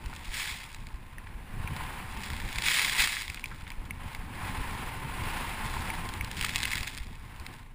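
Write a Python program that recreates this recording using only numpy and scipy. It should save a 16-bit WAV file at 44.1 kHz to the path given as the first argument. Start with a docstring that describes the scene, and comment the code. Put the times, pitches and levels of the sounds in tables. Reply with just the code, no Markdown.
"""An open slope of deep powder, heard from a small camera in a plastic housing worn on a skier's body.
In the deep turns a plume of snow showers the housing, right at the microphone: a fizz of fine grains,
with heavier crumbs ticking through it, mid-pitched clicks and pats, and knocks that ring the plastic.
Behind the snow, air and gliding skis make a hollow rush, and wind rumbles and thumps on the housing."""
import sys
import numpy as np
from scipy import signal
from scipy.fft import rfft, irfft
from scipy.io import wavfile

SR = 44100
rng = np.random.default_rng(int(sys.argv[2]) if len(sys.argv) > 2 else 0)


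def to_wav(s):
    """Save 16-bit WAV."""
    ch = np.atleast_2d(s).T  # columns
    pcm = np.round(np.clip(ch, -1, 1) * 32767)  # PCM
    wavfile.write(sys.argv[1], SR, pcm.astype(np.int16))


N = 341409
TIME = np.arange(N) / SR


# Plumes thrown up from the skis to the microphone. Each row: time of full strength in seconds,
# relative level in dB, hold in seconds, fade in dB per second, grains per second.
PLUMES = [(0.342, -35, .07, 110, 7100), (0.48, -37.5, 0.018, 85, 5500), (0.72, -52, 0.019, 93, 450),
          (2.204, -45, 0.045, 38, 360), (2.663, -27, .11, 54.5, 6700), (2.992, -25.5, 0.032, 119, 6300),
          (3.131, -36, 0.052, 106, 2800), (4.06, -59.5, .06, 60, 1800), (5.65, -47, 0.1, 25, 2600),
          (6.365, -39, 0.4, 51.5, 870), (7.367, -58, .04, 67, 280), (7.526, -55, 0.024, 180, 840)]

def flying_snow(glide_db, cruise_db=-45.5, rise_db_per_s=477):
    """Level and grain rate of airborne snow: ski dust, and plumes with a veil ahead and grains behind."""
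    ski_dust_db = -59 + 1.6 * (glide_db - cruise_db)
    showers = [(ski_dust_db, 5500)]    # level in dB, grains per second
    for s, db, hold_s, fade, per_s in PLUMES:
        veil_db = db - 12.5 + swell_db(s, hold_s, rise_db_per_s=38, fade_db_per_s=fade)
        plume_db = db + swell_db(s, hold_s, rise_db_per_s, fade)
        stragglers_db = db - 23 + swell_db(s, hold_s, rise_db_per_s, fade_db_per_s=17)
        showers += [(veil_db, 1600), (plume_db, per_s), (stragglers_db, 480)]
    levels, rates = zip(*showers)
    power = from_db(np.maximum(levels, -150)) ** 2
    total = power.sum(axis=0)
    grains_per_s = np.exp(np.log(rates) @ power / total)    # the strongest shower counts most
    return 10 * np.log10(total), grains_per_s


def spray(level_db, grains_per_s, tone, gain_db=1.52, kinds=16):
    """Uneven grains hit the housing, each crumbling in one of several ways, over a hiss of fine dust."""
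    chance = np.clip(grains_per_s, 50, SR / 2) / SR
    size_db = 4 * np.minimum(rng.exponential(1, N), 5.14)
    sizes = rms_one(from_db(size_db)) * rng.choice([-1, 1], N)
    hits = sizes * (rng.random(N) < chance) / np.sqrt(chance)
    kind = rng.integers(0, kinds, N)
    grains = sum(through(hits * (kind == k), impact(0.0012, first_blow=1.0)) for k in range(kinds))
    dust = filtered(rng.standard_normal(N), 1, 2600, "high")
    dust_gain = from_db(-5.5) * np.sqrt(chance / chance.mean())    # a thick plume carries more dust
    shower = (grains + dust_gain * dust) / np.hypot(1, dust_gain)
    return through(shower * clumping() * from_db(level_db + gain_db), tone)


def clumping(per_s=260, crumble_s=0.0063, steady=1.57):
    """The plume is lumpy: each clump lands at once and dies away, on top of a steady shower."""
    landings = (rng.random(N) < per_s / SR) * rng.random(N)
    clumps = signal.lfilter([1], [1, -np.exp(-1 / (crumble_s * SR))], landings)
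    return rms_one(steady + clumps)


def impact(crumble_s, first_blow, size=1500):
    """Force of snow that strikes and then crumbles away; unit energy."""
    force = rng.standard_normal(size) * np.exp(-TIME[:size] / crumble_s)
    force /= np.linalg.norm(force)
    force[0] += first_blow
    return force / np.linalg.norm(force)


# Tone colour of the grains and crumbs at the microphone. Each row: frequency in Hz, relative level in dB.
SNOW_COLOUR = [(150, -23), (680, -23), (1020, -10), (1300, -10.5), (1700, -3.5), (2150, -1), (2850, -5.5),
               (3900, -7), (5400, -12.5), (6050, -22.5), (6650, -13), (10000, -15.5), (11600, -28),
               (13200, -26), (14100, -17.5)]
# Narrow resonances of the housing's walls. Each row: centre in Hz, width in Hz, lift in dB.
WALL_RESONANCES = [(2070, 48, 2.5), (2233, 76, 3.5), (2568, 78, 5), (3380, 100, 0), (3363, 73, 6),
                   (3840, 60, 1), (4040, 95, 4), (4740, 55, 3.5), (7300, 200, 1.5), (8140, 150, 3.5),
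                   (8730, 200, 2), (9580, 160, 5)]

def snow_tone():
    """Tone colour of the grains and crumbs: strongest near 2 kHz, with dips near 6 and 12 kHz."""
    return response(SNOW_COLOUR, WALL_RESONANCES)


# Bigger crumbs landing right by the microphone. Each row: start in seconds, peak level in dB.
CRUMBS = [(0.0598, -29), (0.163, -26), (0.7462, -28), (0.8694, -31.5), (1.7648, -23.5), (2.236, -23),
          (2.5586, -21), (2.585, -16.5), (2.6226, -16.5), (2.685, -10), (2.795, -14), (3.039, -11.5),
          (3.0741, -10.5), (3.2206, -22.5), (3.3003, -19.5), (3.3455, -21), (3.3955, -28), (3.4578, -25.5),
          (3.7034, -26), (4.149, -25.5), (6.0902, -22), (6.1384, -21.5), (6.2464, -24), (6.3142, -20.5),
          (6.4115, -14.5), (6.4264, -18), (6.448, -13), (6.559, -9.5), (6.5647, -21), (6.5813, -21),
          (6.6036, -17.5), (6.6316, -12.5), (6.6539, -15), (6.685, -30), (6.7326, -16.5), (6.7552, -15),
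          (6.791, -27), (6.8733, -24), (6.8774, -18), (6.9767, -21), (7.3986, -31), (7.4653, -22.5)]

def crumbs(tone):
    """A crumb ticks on the housing and breaks up within a few milliseconds; light ones have less body."""
    out = np.zeros(N)
    for s, db in CRUMBS:
        tick = signal.fftconvolve(impact(crumble_s=0.0016, first_blow=0.76), tone)
        low_edge_hz = np.clip(900 * from_db(-0.26 * (db + 37)), 100, 4000)
        add(out, s, filtered(tick, 2, low_edge_hz, "high"), db)
    return out


# Hard knocks on the housing itself. Each row: start in seconds, peak level in dB, main ring in Hz.
KNOCKS = [(1.183, -32, 1860), (1.675, -25, 2350), (3.441, -20, 2390), (3.718, -31, 2370),
          (3.908, -23, 2200), (4.148, -33.5, 2180), (5.902, -21, 2250), (6.210, -20.5, 2240),
          (6.653, -17.5, 2080), (6.734, -19.5, 2160)]
# Its other modes. Each row: frequency in Hz, level against the main ring in dB, seconds to fall 60 dB.
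KNOCK_MODES = [(2620, -15.5, 0.027), (6000, -22, 0.015), (9720, -12.5, 0.014), (14300, -11, 0.0074)]

def knocks(ring_t60_s=0.013, contact_s=0.00032):
    """A knock sets the housing's modes ringing in a short, pitched clack."""
    out, t = np.zeros(N), TIME[:2000]
    attack = 1 - np.exp(-t / contact_s)
    for s, db, main_hz in KNOCKS:
        ring = np.zeros(len(t))
        for hz, mode_db, t60 in [(main_hz, 0, ring_t60_s)] + KNOCK_MODES:
            decay = from_db(mode_db + rng.normal(0, 1) - 60 * t / t60)
            ring += decay * np.sin(2 * np.pi * hz * t)
        add(out, s, ring * attack, db)
    return out


# Mid-pitched snow hits, close up. Each row: start in seconds, peak level in dB, centre in Hz,
# decay time in seconds.
SNOW_HITS = [(0.129, -31.5, 1340, 0.0031), (1.27, -36, 1900, .004), (3.168, -19.5, 1680, .0012),
             (3.373, -30, 2200, 0.0059), (3.513, -35.5, 1600, 0.015), (3.608, -36, 1740, 0.0064),
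             (3.667, -35, 1900, .008), (6.444, -24, 1070, 0.0012)]

def snow_hits(spread=1.34):
    """Snow strikes in a band of middle pitches, from short sharp clicks to softer pats."""
    out = np.zeros(N)
    for s, db, hz, decay_s in SNOW_HITS:
        force = impact(decay_s, first_blow=0.21)
        add(out, s, filtered(force, 2, [hz / spread, hz * spread], "band"), db)
    return out


# How hard the skis plough, below the microphone. Each row: time in seconds, relative level in dB.
GLIDE = [(0, -51.5), (0.45, -50.5), (0.95, -56.3), (1.5, -51.5), (1.78, -42), (2.3, -46), (2.95, -43.5),
         (3.22, -54), (3.95, -53), (4.08, -46.5), (4.28, -49.5), (4.46, -40.5), (4.85, -41.5),
         (5.08, -43.5), (5.28, -37.5), (6.0, -41.5), (6.3, -46.5), (6.75, -46.5), (7.06, -57),
         (7.52, -50.5), (7.74, -62.5)]
# Their rush, heard from the skier's body. Each row: frequency in Hz, relative level in dB.
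RUSH_COLOUR = [(200, -13.5), (660, -11.5), (850, -4), (1050, -5), (1250, -7.5), (1650, -5.5), (2500, -8),
               (3500, -17), (4900, -24.5), (6100, -33.5), (7500, -26), (10500, -19.5), (12000, -35),
               (14000, -23.5)]
# Hollow resonances that the passing air excites. Each row: centre in Hz, width in Hz, lift in dB.
HOLLOWS = [(753, 27, 5.5), (898, 82, 5.5), (1046, 80, 6.5)]

def rush(glide_db, gain_db=1.0, flutter_db=1.42):
    """Air and sliding powder hiss past the housing, brighter as the rush grows."""
    hiss = through(rng.standard_normal(N), response(RUSH_COLOUR, HOLLOWS))
    body = filtered(hiss, 1, 3000, "low")
    treble = (hiss - body) * from_db(0.08 * (glide_db + 46.5))
    return from_db(glide_db + gain_db + flutter_db * drift(45)) * (body + treble)


# Single eddies striking at the microphone. Each row: middle in seconds, relative peak in dB, pitch in Hz.
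BUFFETS = [(0.071, -25, 44.5), (0.298, -29, 27), (0.528, -32, 38), (0.945, -27.5, 40.3), (1.357, -28, 43),
           (1.573, -30, 125), (1.603, -26, 80), (1.703, -31, 92), (1.723, -25, 118), (1.8, -28, 79),
           (2.174, -28, 48), (2.336, -32, 46), (2.582, -26, 39), (3.0, -26.5, 34), (3.3, -33, 45),
           (3.633, -33.5, 108), (3.791, -26.5, 28), (4.061, -30.5, 119), (4.194, -28, 48),
           (4.498, -27, 114), (4.61, -26, 30), (5.409, -31, 36), (6.211, -26.5, 57), (6.42, -29, 27),
           (6.81, -29, 27), (7.012, -26, 37), (7.412, -31, 45)]

def buffets(gain_db=-0.5, width_cycles=0.39):
    """Each eddy thumps the housing with one slow swing of pressure."""
    out = np.zeros(N)
    for s, db, hz in BUFFETS:
        near = np.abs(TIME - s) < 2 / hz
        cycles = (TIME[near] - s) * hz
        swing = np.exp(-(cycles / width_cycles) ** 2) * np.cos(2 * np.pi * cycles)
        out[near] += from_db(db + gain_db) * swing * rng.choice([-1, 1])
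    return out


# Air flowing past the microphone, dropping where a deep turn brakes the skier.
# Each row: time in seconds, relative level in dB.
AIRFLOW = [(0, -42), (0.45, -48.5), (1.2, -45.5), (1.72, -37.5), (1.95, -42), (2.45, -39.4), (2.9, -46.5),
           (3.25, -47.5), (3.9, -44), (4.5, -37.9), (5.9, -37), (6.3, -40), (6.6, -40), (7.15, -47.5),
           (7.45, -45.7), (7.74, -53)]
# Small eddies right on the housing. Each row: frequency in Hz, relative level in dB.
EDDY_COLOUR = [(20, -15.5), (50, 1), (75, 4), (115, 0.5), (160, -4.5), (230, -6), (340, -14.5),
               (600, -24.5), (1500, -41.5), (6000, -70)]
# The deep rumble beneath them. Each row: frequency in Hz, relative level in dB.
RUMBLE_COLOUR = [(8, -7.5), (18, -11.5), (26, 3.5), (36, -10), (60, -15), (120, -27.5), (400, -57)]

def wind(eddy_gain_db=-2.0, lumpy_db=2.5, usual_air_db=-42):
    """Lumpy turbulence on the housing, over the slow rumble of larger swirls."""
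    air_db = in_time(AIRFLOW)
    eddies = through(rng.standard_normal(N), response(EDDY_COLOUR))
    eddies *= rms_one(from_db(lumpy_db * drift(23)))
    rumble = through(rng.standard_normal(N), response(RUMBLE_COLOUR))
    rumble_db = -43.5 + 0.36 * (air_db - usual_air_db)
    return from_db(air_db + eddy_gain_db) * eddies + from_db(rumble_db) * rumble


def from_db(db):
    """Decibels to gain."""
    return 10 ** (np.asarray(db) / 20)


def rms_one(x):
    """Scale to unit power."""
    return x / np.sqrt(np.mean(x ** 2) + 1e-20)


def in_time(rows):
    """Join timed points with straight lines."""
    return np.interp(TIME, *np.transpose(rows))


def swell_db(s, hold_s, rise_db_per_s, fade_db_per_s):
    """Rise to 0 dB at a given time, hold, fade."""
    return -rise_db_per_s * np.maximum(s - TIME, 0) - fade_db_per_s * np.maximum(TIME - s - hold_s, 0)


def drift(rate_hz, step=40):
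    """Smooth random wander of spread 1."""
    pole = np.exp(-2 * np.pi * rate_hz * step / SR)
    noise = rng.standard_normal(N // step + 2002)
    slow = signal.lfilter([1], [1, -2 * pole, pole * pole], noise)[2000:]
    return np.interp(np.arange(N) / step, np.arange(len(slow)), rms_one(slow))


def response(colour, resonances=(), size=8192):
    """Causal impulse response of unit energy: a broad colour with resonances standing out of it."""
    hz = np.maximum(np.fft.rfftfreq(size, 1 / SR), 1)
    colour_hz, colour_db = np.transpose(colour)
    db = np.interp(np.log(hz), np.log(colour_hz), colour_db)
    for centre, width, lift in resonances:
        db += lift / (1 + (2 * (hz - centre) / width) ** 2)
    cepstrum = irfft(np.log(from_db(db)))
    cepstrum[1:size // 2] *= 2    # minimum phase: nothing sounds before its cause
    cepstrum[size // 2 + 1:] = 0
    impulse = irfft(np.exp(rfft(cepstrum)))
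    return impulse / np.linalg.norm(impulse)


def through(x, impulse):
    """Pass a sound through an impulse response."""
    return signal.oaconvolve(x, impulse)[:N]


def filtered(x, order, edge_hz, kind):
    """A gentle low-, high- or band-pass."""
    return signal.sosfilt(signal.butter(order, edge_hz, kind, fs=SR, output="sos"), x)


def add(out, s, sound, peak_db):
    """Place a sound at a time, with a given peak."""
    i = int(np.clip(s * SR, 0, N - 1))
    out[i:i + len(sound)] += (from_db(peak_db) * sound / np.abs(sound).max())[:N - i]


def scene():
    """Open slope with no echo, in mono: everything sounds at or near the housing."""
    glide_db = in_time(GLIDE)
    spray_db, grains_per_s = flying_snow(glide_db)
    tone = snow_tone()
    snow = spray(spray_db, grains_per_s, tone) + crumbs(tone) + snow_hits() + knocks()
    air = wind() + buffets() + rush(glide_db)
    return (snow + air)[None]


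def record(dry):
    """The treble is cut steeply above 15.3 kHz."""
    return signal.sosfilt(signal.ellip(10, .2, 80, 15300, fs=SR, output="sos"), dry)


dry = scene()
out = record(dry)
to_wav(out)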